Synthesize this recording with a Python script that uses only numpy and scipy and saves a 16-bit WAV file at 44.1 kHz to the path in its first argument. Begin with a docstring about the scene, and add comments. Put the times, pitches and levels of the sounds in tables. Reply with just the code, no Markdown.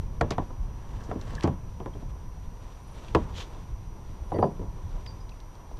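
"""On a lake, on the deck of a drifting kayak: a paddle and loose gear knock on the plastic hull.
Each blow sends bending waves through the shell and sets it ringing; the hardest paddle hits clack.
Around them the shaft scrapes, plastic squeaks, the deck ticks, a small metal piece clinks and sleeves
brush a life vest. Underneath lies a bed of low wind, lapping water and soft wavelet bumps, with a
faint high twitter and the hiss and thin electronic whine of a camera on the deck."""
import sys
import numpy as np
from scipy import signal
from scipy.fft import rfft, irfft
from scipy.io import wavfile
from scipy.ndimage import uniform_filter1d

SR = 44100
rng = np.random.default_rng(int(sys.argv[2]) if len(sys.argv) > 2 else 0)


def bounce(signal):
    """Save signal as a 16-bit WAV file at the path given by the first command-line argument."""
    frames = np.transpose(np.atleast_2d(signal))
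    limited = np.clip(frames, -1, 1)
    pcm = np.round(limited * 32767).astype(np.int16)
    wavfile.write(sys.argv[1], SR, pcm)


N = 255339
TIME = np.arange(N) / SR
AGE = np.arange(SR // 2) / SR  # seconds into a one-shot

# colour of the electronic hiss: (frequency [Hz], level [dB])
HISS_SPECTRUM = [(500, -2.5), (2000, 6.5), (4000, -2.5), (6000, 2.5), (8000, -12.5), (11000, -9.5),
                 (13000, -20), (15000, -17)]
# partials of the electronic whine: (harmonic number, rms level [dB])
WHINE_HARMONICS = [(2, -69), (3, -77), (4, -77), (5, -94)]
# colour of the wind rumble: (frequency [Hz], level [dB])
WIND_SPECTRUM = [(15, -4), (30, 6), (50, 1), (75, -3.5), (110, -4.5), (160, -11), (250, -21.5), (500, -62),
                 (2000, -74), (15000, -110)]
# rise and fall of the wind: (time [s], relative level [dB])
WIND_ENVELOPE = [(0.0, -32), (0.39, -37.5), (1.45, -38.5), (1.61, -38.5), (2.48, -39), (2.63, -43.5),
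                 (2.77, -46), (3.24, -35), (3.52, -40.5), (4.95, -38.5), (5.47, -46), (5.79, -41.5)]
# colour of the lapping water: (frequency [Hz], level [dB])
WATER_SPECTRUM = [(100, -2), (200, -3.5), (330, 2.5), (480, -0.5), (680, -4.5), (850, -2), (990, 2.5),
                  (1200, -8.5), (1600, -17), (2500, -32), (6000, -52), (15000, -42)]
# rise and fall of the lapping: (time [s], relative level [dB])
WATER_ENVELOPE = [(0.0, -57.5), (1.19, -56), (1.34, -56), (1.51, -57.5), (2.89, -60), (3.3, -53),
                  (3.85, -58.5), (4.58, -55.5), (5.53, -58.5), (5.79, -57.5)]
# soft bumps under the hull: (time [s], level [dB], pitch [Hz])
WAVELETS = [(0.586, -25, 54.7), (0.924, -25, 45.3), (2.113, -29.5, 54.6), (3.717, -27, 44.6),
            (4.195, -29, 61.6), (4.829, -28.5, 69.6), (5.729, -29.5, 41.4)]
# two swells of high twitter: (centre time [s], half-width [s], level [dB])
TWITTER_SWELLS = [(2.88, .13, -70), (4.39, 0.14, -67)]
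# colour of a sleeve sweeping across the vest: (frequency [Hz], level [dB])
SLEEVE_SPECTRUM = [(300, -1.5), (900, -3), (1600, -3.5), (2400, -2), (3300, 3.5), (4500, -5.5), (6500, -8),
                   (9000, -23.5), (14500, -30)]
# colour of rubbing clothes: (frequency [Hz], level [dB])
CLOTH_SPECTRUM = [(400, 17.5), (1000, 12.5), (2000, 4.5), (3500, 4), (5000, -2), (7000, -5), (9000, -10.5),
                  (14500, -38)]
# arm movements that rub the clothes: (centre time [s], half-width [s], relative level [dB])
ARM_MOVES = [(.92, 0.2, -57.5), (1.32, 0.078, -50), (1.97, 0.075, -65), (2.65, 0.1, -57),
             (3.1, 0.19, -51.5), (3.52, 0.14, -52.5), (4.25, 0.17, -62), (5.0, 0.18, -61.5)]
# chirps of rubbed plastic: (time [s], level [dB], pitch [Hz], length [s])
PLASTIC_SQUEAKS = [(1.379, -36, 1630, 0.0089), (1.934, -55, 3370, 0.012), (4.328, -50, 1920, 0.069),
                   (5.315, -52.5, 2500, 0.012)]
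# colour of the shaft scraping the deck: (frequency [Hz], level [dB])
SCRAPE_SPECTRUM = [(150, -3), (400, 5), (1000, 1), (1400, -5), (1800, -11), (3000, -34), (5000, -19),
                   (8000, -28), (14000, -56)]
# resonances of the paddle shaft: (frequency [Hz], bandwidth [Hz], level [dB])
SHAFT_MODES = [(1122, 32, 4), (1660, 140, -2.5), (2690, 33, -7), (3010, 62, -12), (5000, 63, -18)]
# clinks of a small metal piece: (time [s], level [dB], pitch [Hz])
METAL_CLINKS = [(4.346, -53, 4620), (4.421, -51, 4730), (5.059, -50, 4980), (5.074, -44, 4689),
                (5.204, -57.5, 4970)]
# sharp clacks of the paddle striking the hull, and small clicks on deck:
# (time [s], level [dB], frequency [Hz], t60 [s])
CLACKS_AND_TICKS = [(0.2109, -20, 1310, 0.021), (0.3061, -29, 5260, 0.041), (0.319, -38.5, 2370, 0.095),
                    (1.036, -52, 6600, 0.16), (1.213, -41, 5030, .018), (1.352, -37, 6270, 0.021),
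                    (1.409, -31, 3300, 0.0063), (1.426, -36.5, 1270, 0.15), (1.435, -33, 5200, 0.037),
                    (3.083, -46.5, 3080, 0.036), (3.149, -23.5, 1950, 0.034), (5.0632, -35.5, 2340, 0.021),
                    (5.293, -49.5, 3970, .037), (5.402, -47.5, 4700, 0.022), (5.553, -53, 4500, .02),
                    (5.771, -50, 4900, 0.023)]
# distinct modes of the hull: (frequency [Hz], level [dB], base t60 [s])
HULL_MODES = [(81, -12.5, 0.29), (97.6, 3, 0.28), (106.6, -26, 0.96), (145, -3.5, 0.16), (175.7, -20.5, 1),
              (201, -4.5, 0.11), (233.8, -4.5, 0.14), (303, -5.5, 0.094), (321.6, -3.5, 0.11),
              (402.5, -13.5, 0.22), (457.4, -8.5, 0.17), (543.6, -10, 0.18), (599, -12.5, 0.2),
              (664, -5, 0.079), (711, -14.5, 0.18), (814, -11.5, 0.16), (924, -23, 0.28), (972, -9.5, 0.16),
              (1016, -4.5, 0.092), (1123, -11, 0.14), (1274, -2, 0.016), (1666, -17, 0.094),
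              (1830, -9, 0.044), (2280, -21, 0.037)]
# the crowd of weaker shell modes: (frequency [Hz], level [dB], base t60 [s])
SHELL_BANDS = [(70, -3, 0.59), (138, 5.5, 0.44), (398, 10, 0.12), (660, -3, 0.21), (960, 14, 0.042),
               (1370, -4.5, 0.037), (2970, -14, 0.034), (8000, -7, 0.05)]
# colour of the contact itself: (frequency [Hz], level [dB])
CRACK_SPECTRUM = [(300, -41), (1000, 23.5), (2000, 11), (3500, 7), (5000, -14.5), (7000, -8.5), (9000, -33),
                  (14000, -59)]
# the paddle strikes the hull:
# (time [s], level [dB], contact corner [Hz], dent pitch [Hz], place along the hull [0-1])
PADDLE_HITS = [ (0.2099, -17, 2290, 705, .09), (0.3076, -25, 1840, 376, .31), (0.3808, -22, 1970, 695, .06),
               (0.504, -42.5, 1340, 500, .5), (1.087, -42, 520, 550, .29), (1.1125, -29.5, 1440, 730, .104),
               (1.154, -36.5, 520, 253, 0.4), (1.334, -39.5, 895, 514, .3), (1.439, -21.5, 920, 346, .956),
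               (1.451, -25.5, 1190, 264, .36), (1.4748, -23.5, 1110, 430, 0.96),
               (1.8012, -34, 1160, 447, .3), (1.859, -32, 1250, 436, .28), (1.949, -42, 650, 325, .66),
               (2.021, -43.5, 805, 350, .36), (3.1481, -14.5, 1910, 475, .116)]
# loose gear is dragged up off the deck:
# (time [s], level [dB], contact corner [Hz], dent pitch [Hz], place along the hull [0-1])
GEAR_HITS = [ (4.318, -26, 1090, 787, .88), (4.342, -24.5, 565, 595, .88), (4.358, -25, 725, 625, .51),
             (4.3856, -19, 880, 335, .81), (4.4257, -15.5, 1050, 737, .344), (4.439, -21.5, 830, 610, .41),
             (4.593, -35, 496, 380, .35), (4.614, -37, 620, 496, .19), (4.974, -49, 1380, 616, .43),
             (5.712, -46.5, 1000, 666, .29)]


def undb(db):
    """Decibels to gain."""
    return 10 ** (np.asarray(db) / 20)


def unit(x):
    """Scale to rms 1."""
    return x / np.std(x)


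def envelope(rows):
    """Gain over time from (time [s], level [dB]) rows."""
    return undb(np.interp(TIME, *np.transpose(rows)))


def fade(t60):
    """Free decay, falling 60 dB in t60 seconds."""
    return np.exp(-np.log(1000) * AGE / t60)


def swell(centre_s, half_width_s, db):
    """Bell-shaped gain that fades in and out."""
    return undb(db) * np.exp(-((TIME - centre_s) / half_width_s) ** 2)


def butter(x, hz, kind, order=2):
    """Causal low, high or band pass."""
    return signal.sosfilt(signal.butter(order, hz, kind, fs=SR, output="sos"), x)


def noise(spectrum, size=N):
    """Unit noise coloured by (frequency [Hz], level [dB]) rows."""
    hz, db = np.transpose(spectrum)
    log_hz = np.log(np.fft.rfftfreq(size, 1 / SR) + 1)
    colour = undb(np.interp(log_hz, np.log(hz), db))
    return unit(irfft(rfft(rng.standard_normal(size)) * colour, size))


def wander(rate_hz):
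    """Smooth random modulation with spread 1."""
    span = int(SR / rate_hz)
    steps = np.repeat(rng.standard_normal(N // span + 1), span)
    return unit(uniform_filter1d(uniform_filter1d(steps, span), span)[:N])


def swell_tone(hz, length_s, drift):
    """A short tone that swells and dies while its pitch drifts."""
    phase = 2 * np.pi * np.cumsum(hz * (1 + drift[:len(AGE)])) / SR
    return np.sin(np.pi * np.minimum(AGE / length_s, 1)) * np.sin(phase)


def add(track, s, sound):
    """Mix a sound in at s seconds."""
    start = int(s * SR)
    track[start:start + len(sound)] += sound[:N - start]


def whine(base_hz=2926, frame_hz=29.97):
    """The camera's electronics sing a thin tone whose phase restarts with every frame."""
    phase = 2 * np.pi * base_hz * (TIME % (1 / frame_hz))
    return sum(undb(db) * unit(np.sin(k * phase)) for k, db in WHINE_HARMONICS)


def wind(trim_db=2, buffet_db=1.5):
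    """Gusts buffet the microphone with a low rumble."""
    rumble = unit(noise(WIND_SPECTRUM) * undb(buffet_db * wander(20)))
    return undb(trim_db) * envelope(WIND_ENVELOPE) * rumble


def water(trim_db=5, ripple_db=1):
    """Ripples wash along the hollow hull."""
    wash = unit(noise(WATER_SPECTRUM) * undb(ripple_db * wander(22.3)))
    return undb(trim_db) * envelope(WATER_ENVELOPE) * wash


def wavelets(length_s=0.044, pitch_drift=0.13):
    """Each wavelet pushes the hull through a few slow cycles: a soft bass bump."""
    out = np.zeros(N)
    for s, db, hz in WAVELETS:
        add(out, s, undb(db) * swell_tone(hz, length_s, pitch_drift * wander(41)))
    return out


def twitter(hz=9700, width_hz=1400, pulse_hz=24):
    """A narrow, airy band of noise that pulses quickly and unevenly."""
    band = unit(butter(rng.standard_normal(N), [hz - width_hz / 2, hz + width_hz / 2], "band"))
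    pulses = np.sin(np.pi * pulse_hz * TIME + 2 * wander(8.5)) ** 2
    flicker = undb(2 * wander(20))
    return sum(swell(*burst) for burst in TWITTER_SWELLS) * band * pulses * flicker


def clothes(grain_db=1.4, catch_db=2, rest_db=-59.5, rub_trim_db=-3):
    """Nylon catches and slips on its weave, never quite still; a sleeve sweeps once across the vest."""
    weave = undb(grain_db * wander(500))
    catches = undb(catch_db * wander(45))
    motion = undb(rest_db) + sum(swell(*move) for move in ARM_MOVES)
    sweep = swell(centre_s=3.394, half_width_s=0.042, db=-41.5) * noise(SLEEVE_SPECTRUM)
    rustle = undb(rub_trim_db) * catches * motion * noise(CLOTH_SPECTRUM)
    return weave * (sweep + rustle)


def squeaks(pitch_jitter=0.053):
    """Plastic sticks and slips for a moment at an unsteady rate."""
    out = np.zeros(N)
    for s, db, hz, length_s in PLASTIC_SQUEAKS:
        add(out, s, undb(db) * swell_tone(hz, length_s, pitch_jitter * wander(500)))
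    return out


def shaft_scrape(peak_s=1.25, end_s=1.44, peak_db=-50.5, grit_db=5, catch_db=-0.5, ring_db=-3):
    """The paddle shaft drags over the textured deck in tiny, uneven slips, which ring it."""
    # pressure builds, holds, then lets go as the shaft drops against the hull
    rise_db_per_s, release_db_per_s = 37, 250
    attack_db = rise_db_per_s * np.minimum(TIME - peak_s, 0)
    release_db = release_db_per_s * np.minimum(end_s - TIME, 0)
    slips = undb(grit_db * wander(350) + catch_db * wander(55.8))
    friction = slips * rng.standard_normal(N)
    ring = sum(undb(db) * butter(friction, [hz - width / 2, hz + width / 2], "band", order=1)
               for hz, width, db in SHAFT_MODES)
    scrape = unit(noise(SCRAPE_SPECTRUM) * slips)
    return undb(peak_db + attack_db + release_db) * (scrape + undb(ring_db) * unit(ring))


def clinks(t60=0.17, attack_s=0.0047):
    """A small metal piece rings with one pure ping at each touch."""
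    out = np.zeros(N)
    for s, db, hz in METAL_CLINKS:
        add(out, s, undb(db) * np.sin(2 * np.pi * hz * AGE) * (fade(t60) - fade(attack_s)))
    return out


def clacks_and_ticks(top_hz=5700):
    """Sharp clacks of the paddle on the hull and small clicks on deck, each one broad resonance."""
    out = np.zeros(N)
    for s, db, hz, t60 in CLACKS_AND_TICKS:
        grain = unit(butter(rng.standard_normal(len(AGE)), [hz * 0.7, hz * 1.18], "band", order=1))
        add(out, s, undb(db) * butter(grain, top_hz, "low") * fade(t60))
    return out


def shell_ring(ring_scale):
    """Crowded shell modes blur into half-octave noise bands; the bass outlasts the treble."""
    hz, db, t60 = np.transpose(SHELL_BANDS)
    out = 0
    for centre in 70 * 2 ** np.arange(0, 7.5, .5):
        band = butter(rng.standard_normal(len(AGE)), [centre / 2 ** .25, centre * 2 ** .25], "band")
        band_db = np.interp(np.log(centre), np.log(hz), db)
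        band_t60 = np.interp(np.log(centre), np.log(hz), t60)
        out = out + band * undb(band_db) * fade(band_t60 * ring_scale)
    return out


def bending_waves(x, lag_s=0.001169):
    """High bending waves outrun low ones and smear the attack; lag_s is the delay at 1 kHz."""
    hz = np.fft.rfftfreq(2 * len(x), 1 / SR)
    dispersion = np.exp(-4j * np.pi * lag_s * np.sqrt(1000 * hz))
    return irfft(rfft(x, 2 * len(x)) * dispersion)[:len(x)]


def knock(corner_hz, dent_hz, place, boom_db, dent_db, crack_db, ring_scale, shell_db=4):
    """One blow: the wall dents under the contact and the hull rings in the modes that move there."""
    # a harder contact booms less and flexes the wall more sharply
    hardness = np.log2(corner_hz / 1000)  # octaves above 1 kHz
    boom_gain = undb(boom_db - 7.5 * hardness)
    dent_gain = undb(dent_db + 2 * hardness)
    modes = sum(undb(db) * np.cos(np.pi * k * place) * np.sin(2 * np.pi * hz * AGE)
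                * fade(t60 * ring_scale) for k, (hz, db, t60) in enumerate(HULL_MODES))
    dent = np.sqrt(2) * np.sin(2 * np.pi * dent_hz * AGE) * fade(t60=0.028)
    body = modes + undb(shell_db) * shell_ring(ring_scale) + dent_gain * dent
    body = body + (boom_gain - 1) * butter(body, 460, "low", order=1)  # bass shelf
    body = butter(body, corner_hz, "low", order=3)  # a soft push cannot drive the fast modes
    body = butter(body, 71, "high")  # the hull is too small to radiate the deepest bass
    snap_and_tail = fade(t60=0.028) + undb(-19) * fade(t60=0.49)
    crack = butter(noise(CRACK_SPECTRUM, len(AGE)) * snap_and_tail, 10600, "low")
    return bending_waves(body + undb(crack_db) * crack)


def gear_knocks():
    """Loose gear clatters on the hull, with less boom and crack than the paddle and a longer ring."""
    out = np.zeros(N)
    voicing = dict(boom_db=-8, dent_db=5, crack_db=-23, ring_scale=1.24)
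    for s, db, corner_hz, dent_hz, place in GEAR_HITS:
        add(out, s, undb(db) * knock(corner_hz, dent_hz, place, **voicing))
    return out


def paddle_knocks(settle_s=0.014, settle_db=-19):
    """The paddle hits the hull with a hollow boom, then settles with a soft, dull second bump."""
    out = np.zeros(N)
    voicing = dict(boom_db=2.5, dent_db=1.5, crack_db=-13, ring_scale=0.94)
    for s, db, corner_hz, dent_hz, place in PADDLE_HITS:
        add(out, s, undb(db) * knock(corner_hz, dent_hz, place, **voicing))
        bump = knock(corner_hz=358, dent_hz=131, place=place, **voicing)
        add(out, s + settle_s, undb(db + settle_db) * bump)
    return out


def scene():
    """The mono mix at the deck: impacts up front, small details around them, the lake underneath."""
    impacts = paddle_knocks() + gear_knocks() + clacks_and_ticks()
    details = clinks() + shaft_scrape() + squeaks() + clothes()
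    bed = twitter() + wavelets() + wind() + water()
    return (impacts + details + bed)[None]


def record(dry, hiss_db=-66, top_hz=14900):
    """The camera adds its whine and hiss and cuts the top end steeply."""
    wet = dry + whine() + undb(hiss_db) * noise(HISS_SPECTRUM)
    return signal.sosfilt(signal.ellip(8, .2, 70, top_hz, fs=SR, output="sos"), wet)


dry = scene()
out = record(dry)
bounce(out)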